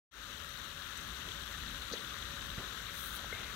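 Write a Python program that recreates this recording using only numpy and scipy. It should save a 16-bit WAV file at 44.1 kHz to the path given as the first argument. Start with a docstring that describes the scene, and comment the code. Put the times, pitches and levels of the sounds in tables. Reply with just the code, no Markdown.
"""Steady rain on a pond and its reeds fades in, heard from the bank on a hand-held camera.
Countless small drops merge into a hiss, dull in the muffled right microphone; air rumbles low
beside a faint hum. Soon a few near drips stand out, and one thin peep comes from the left.
Then the hand rubs and taps the camera's case; near the end a fingertip slides and the case ticks."""
import sys
import numpy as np
from scipy import signal
from scipy.fft import rfft, irfft
from scipy.io import wavfile
from scipy.ndimage import uniform_filter1d

SR = 44100
rng = np.random.default_rng(int(sys.argv[2]) if len(sys.argv) > 2 else 0)


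def inscribe(sig):
    """Save sig as 16-bit PCM at rate SR to the path in sys.argv[1].

    A 1-D sig is mono; a 2-D sig holds one channel per row.
    Samples are clipped to [-1, 1] before scaling.
    """
    pcm = np.round(np.clip(np.atleast_2d(sig).T, -1, 1) * 32767)
    wavfile.write(sys.argv[1], SR, pcm.astype(np.int16))


N = 156555
TIME, FREQ = np.arange(N) / SR, np.fft.rfftfreq(N, 1 / SR)


def amp(db):
    """Turns decibels into a number to multiply by."""
    return 10 ** (np.asarray(db) / 20)


def unit(x):
    """Scales a signal to an average strength (rms) of 1."""
    return x / np.sqrt(np.mean(x ** 2) + 1e-20)


def over_hz(table):
    """Joins a table's rows into curves from low pitch to high."""
    hz, *columns = np.transpose(table)
    return np.array([np.interp(np.log(FREQ + 1), np.log(hz + 1), c) for c in columns])


def over_time(table):
    """Joins a table's rows into curves from start to end."""
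    time_s, *columns = np.transpose(table)
    return np.array([np.interp(TIME, time_s, c) for c in columns])


def colour(x, db):
    """Shapes an even hiss of strength 1 to the given dB per Hz at each pitch."""
    return irfft(rfft(x) * amp(db) * np.sqrt(SR / 2), N)


def pair(x, likeness, lead_rad):
    """Blends two unrelated signals into a partly alike left and right."""
    left, other = rfft(x)
    right = (likeness * left + np.sqrt(1 - likeness ** 2) * other) * np.exp(-1j * lead_rad)
    return irfft(np.array([left, right]), N)


def band(samples, hz, octaves):
    """Makes a stretch of noise gathered around one pitch."""
    away = np.log2((FREQ + 1) / hz) / octaves
    return unit(irfft(rfft(rng.standard_normal(N)) * np.exp(-away ** 2 / 2), N))[:samples]


def add(mix, start_s, sound, pan_db=0):
    """Places a sound in the mix, pan_db louder on the left than on the right."""
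    part = mix[:, round(start_s * SR):][:, :len(sound)]
    part += amp([[pan_db / 2], [-pan_db / 2]]) * sound[:part.shape[1]]


def wash(patch_db=1.05, flicker_db=0.38, swell_db=-0.3):
    """Distant drops merge into a hiss with drifting patches, quick flicker and a slow swell."""
    hiss = signal.stft(rng.standard_normal((2, N)), nperseg=256)[2]  # side, pitch, time
    patches = uniform_filter1d(rng.standard_normal(hiss.shape[1:]), size=5, axis=0)
    patches = unit(uniform_filter1d(patches, size=14, axis=1))
    flicker = unit(uniform_filter1d(rng.standard_normal(hiss.shape[2]), size=3))
    swell = unit(uniform_filter1d(rng.standard_normal(hiss.shape[2]), size=36))
    db = patch_db * patches + flicker_db * flicker + swell_db * swell
    return unit(signal.istft(hiss * amp(db), nperseg=256)[1][:, :N])


def patter(pitches=28, drops_per_s=2600, spread_db=2.9, decay_cycles=3, tiny_drop_hz=4360):
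    """Nearer drops of uneven size tick on water or leaves; the tiny high ones are more even."""
    t, out = np.arange(512) / SR, np.zeros((2, N))
    for hz in np.geomspace(700, 14000, pitches):
        uneven_db = spread_db * min(1, tiny_drop_hz / hz)
        size = amp(uneven_db * np.minimum(rng.exponential(1, (2, N)), 5))
        hits = size * (rng.random((2, N)) < drops_per_s / pitches / SR)
        tick = np.exp(-t * hz / decay_cycles) * np.sin(2 * np.pi * hz * t)
        out += hz * signal.oaconvolve(hits, tick[None], axes=1)[:, :N]
    return unit(out)


# The rain's tone in each microphone: pitch_hz, level_db_per_hz
RAIN_TONE_LEFT = [(200, -87.5), (450, -85), (700, -89), (900, -88), (1280, -75), (1600, -76), (2000, -81),
                  (2300, -85.5), (2900, -80), (3850, -75.5), (4350, -84.5), (5100, -91.5), (5900, -84.5),
                  (7000, -89.5), (8400, -93.5), (10100, -98.5), (12200, -90), (14400, -99), (15700, -96)]
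RAIN_TONE_RIGHT = [(450, -92.5), (800, -98.5), (1050, -91.4), (1350, -87.5), (1800, -89), (2150, -95.5),
                   (2550, -94), (2800, -100), (3200, -94.6), (4100, -105), (5000, -119), (7400, -131),
                   (8500, -122.5), (14000, -120), (15400, -111.5)]
# How alike the two sides are: pitch_hz, likeness_0_to_1
RAIN_LIKENESS = [(250, 0.86), (480, 0.98), (800, 0.23), (1150, 0.63), (1650, 0.64), (2000, 0.25),
                 (2500, 0.57), (3600, .2)]
# How far the left wave runs ahead of the right: pitch_hz, lead_radians
RAIN_LEAD = [(300, .6), (680, 1.2), (950, .6), (1250, 1.1), (1600, -.3), (2000, .15), (3000, 2.6)]
# How the rain grows and eases: time_s, left_gain_db, right_gain_db
RAIN_GAIN = [(.15, 1.5, -0.5), (.5, -0.25, -4), (1.4, 1.5, .5), (2.2, 1.5, 1.5), (3.55, 1.2, -0.5)]


def rain(wash_db=-1.56, patter_db=-8):
    """Far and nearer drops reach an open left microphone and a muffled right one."""
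    drops = amp(wash_db) * wash() + amp(patter_db) * patter()
    drops = pair(drops, over_hz(RAIN_LIKENESS)[0], over_hz(RAIN_LEAD)[0])
    tone_db = np.vstack([over_hz(RAIN_TONE_LEFT), over_hz(RAIN_TONE_RIGHT)])
    return colour(drops, tone_db) * amp(over_time(RAIN_GAIN))


# The deep tone of the air: pitch_hz, level_db_per_hz
AIR_TONE = [(18, -110), (32, -79), (50, -66.5), (70, -69.5), (92, -75.5), (140, -77.5), (250, -81.5),
            (400, -92.5), (1500, -135)]
# How the rumble rises and falls: time_s, gain_db
AIR_GAIN = [(.15, -5), (.6, -3), (.93, -6), (1.02, 0.5), (1.54, -2.5), (1.68, 2.5), (1.82, -2), (2.3, -0.5),
            (2.56, 1), (2.7, -2.5), (3.55, -0.5)]


def air_rumble():
    """Air makes a low, lumpy noise, much the same on both sides."""
    air = pair(rng.standard_normal((2, N)), likeness=.85, lead_rad=.45)
    return colour(air, over_hz(AIR_TONE)) * amp(over_time(AIR_GAIN))


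def hum(pitch_hz=565, width_hz=7, level_db=-68.8):
    """A faint, far-off tone wavers, made from a very narrow slice of noise."""
    narrow = rfft(rng.standard_normal(N)) / (1 + ((FREQ - pitch_hz) / width_hz) ** 2)
    return amp(level_db) * unit(irfft(narrow, N))


# Near drips and, in the last two rows, light ticks of the hand on the case:
# start_s, pitch_hz, ring_s (time to fade by 60 dB), left_level_db
DRIPS_AND_TICKS = [(.3963, 4900, .005, -37), (.493, 12600, .004, -33), (.574, 4200, .007, -32),
                   (.822, 3600, 0.009, -28), (0.9745, 7800, .013, -30), (1.0112, 6200, .005, -34),
                   (1.2878, 3700, .006, -29), (1.5744, 8000, .005, -37), (2.4175, 3600, .007, -31),
                   (3.3265, 2115, .075, -29.5), (3.3264, 1490, .013, -26)]


def drips_and_ticks(burst_gain=.5, burst_s=.0014, rise_s=.0004):
    """Each small hit makes a burst of noise and a short ring, muffled on the right like the rain."""
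    t, out = np.arange(4096) / SR, np.zeros((2, N))
    onset = 1 - np.exp(-t / rise_s)
    for start_s, pitch_hz, ring_s, level_db in DRIPS_AND_TICKS:
        burst = burst_gain * band(len(t), pitch_hz, octaves=0.55) * np.exp(-t / burst_s)
        ring = amp(-60 * t / ring_s) * np.sin(2 * np.pi * pitch_hz * t)
        add(out, start_s, amp(level_db) * onset * (burst + ring))
    muffle = amp(over_hz(RAIN_TONE_RIGHT) - over_hz(RAIN_TONE_LEFT))
    return np.vstack([out[0], irfft(rfft(out[1]) * muffle, N)])


def peep(length_s=.05, pitch_hz=5980, level_db=-63):
    """A thin whistle, perhaps a young bird, swells and fades."""
    t = np.arange(0, length_s, 1 / SR)
    return amp(level_db) * np.sin(np.pi * t / length_s) * np.sin(2 * np.pi * pitch_hz * t)


# Fingers rubbing the case: start_s, length_s, level_db, pitch_hz, width_octaves, pan_db
FINGER_RUBS = [(1.249, 0.079, -58.5, 360, 0.68, -6), (1.908, 0.125, -53.5, 370, 0.73, -7),
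               (2.1, 0.04, -54, 2200, 0.42, 1), (1.923, 0.032, -47.5, 4190, 0.19, 17),
               (1.922, 0.032, -56, 6100, 0.098, 22), (2.572, 0.097, -50, 260, 1.0, -3.5),
               (2.565, 0.16, -52, 1370, 0.37, 3), (2.872, 0.06, -52.5, 1940, 0.5, 8),
               (3.169, 0.087, -55.5, 920, 0.94, 0), (3.326, 0.24, -57.5, 490, 1, -5),
               (3.345, 0.24, -51.5, 2020, 0.31, 3.5)]


def finger_rubs(rough_db=1):
    """Skin catches and slips on the case: grainy scuffs that swell quickly and die away."""
    out = np.zeros((2, N))
    for start_s, length_s, level_db, pitch_hz, octaves, pan_db in FINGER_RUBS:
        t = np.arange(0, length_s, 1 / SR)
        grain = unit(uniform_filter1d(rng.standard_normal(N), size=130))[:len(t)]
        scuff = unit(band(len(t), pitch_hz, octaves) * amp(rough_db * grain))
        swell = np.sin(np.pi * (t / length_s) ** 0.44)
        add(out, start_s, amp(level_db) * swell * scuff, pan_db)
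    return out


# The hand tapping the case: start_s, pitch_hz, rise_s, level_db, pan_db
HAND_TAPS = [(1.41, 55.5, 0.0086, -44, 9), (1.9155, 190, 0.0022, -42, -2), (1.935, 470, 0.0029, -33.5, -3),
             (2.338, 173, 0.0029, -41.5, 0), (2.487, 49, 0.012, -40, 0), (2.578, 109, 0.003, -33.5, -4),
             (3.2442, 800, 0.00083, -37.5, -3), (3.3266, 470, 0.002, -37.5, 2)]


def hand_taps():
    """Each soft push of the hand swings the case back and forth a few times."""
    t, out = np.arange(8192) / SR, np.zeros((2, N))
    for start_s, pitch_hz, rise_s, level_db, pan_db in HAND_TAPS:
        swell = (t / rise_s) ** 2 * np.exp(2 * (1 - t / rise_s))
        add(out, start_s, amp(level_db) * swell * np.sin(2 * np.pi * pitch_hz * t), pan_db)
    return out


# The tone of the sliding fingertip: pitch_hz, left_db_per_hz, right_db_per_hz
SLIDE_TONE = [(6000, -108, -140), (8600, -83, -120), (9200, -88.5, -102), (10150, -90, -102),
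              (10550, -78.5, -101), (11050, -86, -102), (11700, -78.5, -100), (12700, -83.5, -104),
              (13800, -91, -99), (14900, -84.5, -86)]
# How the slide swells and fades: time_s, gain_db
SLIDE_GAIN = [(2.87, -26), (2.95, -6.5), (3.03, -2), (3.075, -1), (3.125, -9), (3.163, 2.5), (3.205, -27)]


def finger_slide(rough_db=0.8):
    """A fingertip slides over the case by the microphones with a thin, high hiss."""
    grain = unit(uniform_filter1d(rng.standard_normal(N), size=200))
    hiss = colour(rng.standard_normal((2, N)), over_hz(SLIDE_TONE))
    return hiss * amp(over_time(SLIDE_GAIN) + rough_db * grain)


def scene():
    """Rain, air and hum, joined by drips, a peep and the small sounds of the hand."""
    mix = rain() + air_rumble()
    add(mix, 0, hum(), pan_db=4)
    mix += drips_and_ticks()
    add(mix, .945, peep(), pan_db=30)
    return mix + finger_rubs() + hand_taps() + finger_slide()


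def record(dry, low_cut_hz=27, fade_start_s=0.11, fade_s=0.088, high_cut_hz=15780):
    """The camera cuts the deepest bass, fades the sound in and cuts the highest treble."""
    sound = signal.sosfilt(signal.butter(4, low_cut_hz, "highpass", fs=SR, output="sos"), dry)
    fade = 1 - np.exp(-np.maximum(TIME - fade_start_s, 0) / fade_s)
    low_pass = signal.firwin(801, high_cut_hz, window=("kaiser", 9), fs=SR)
    return signal.oaconvolve(sound * fade, low_pass[None], "same")


dry = scene()
out = record(dry)
inscribe(out)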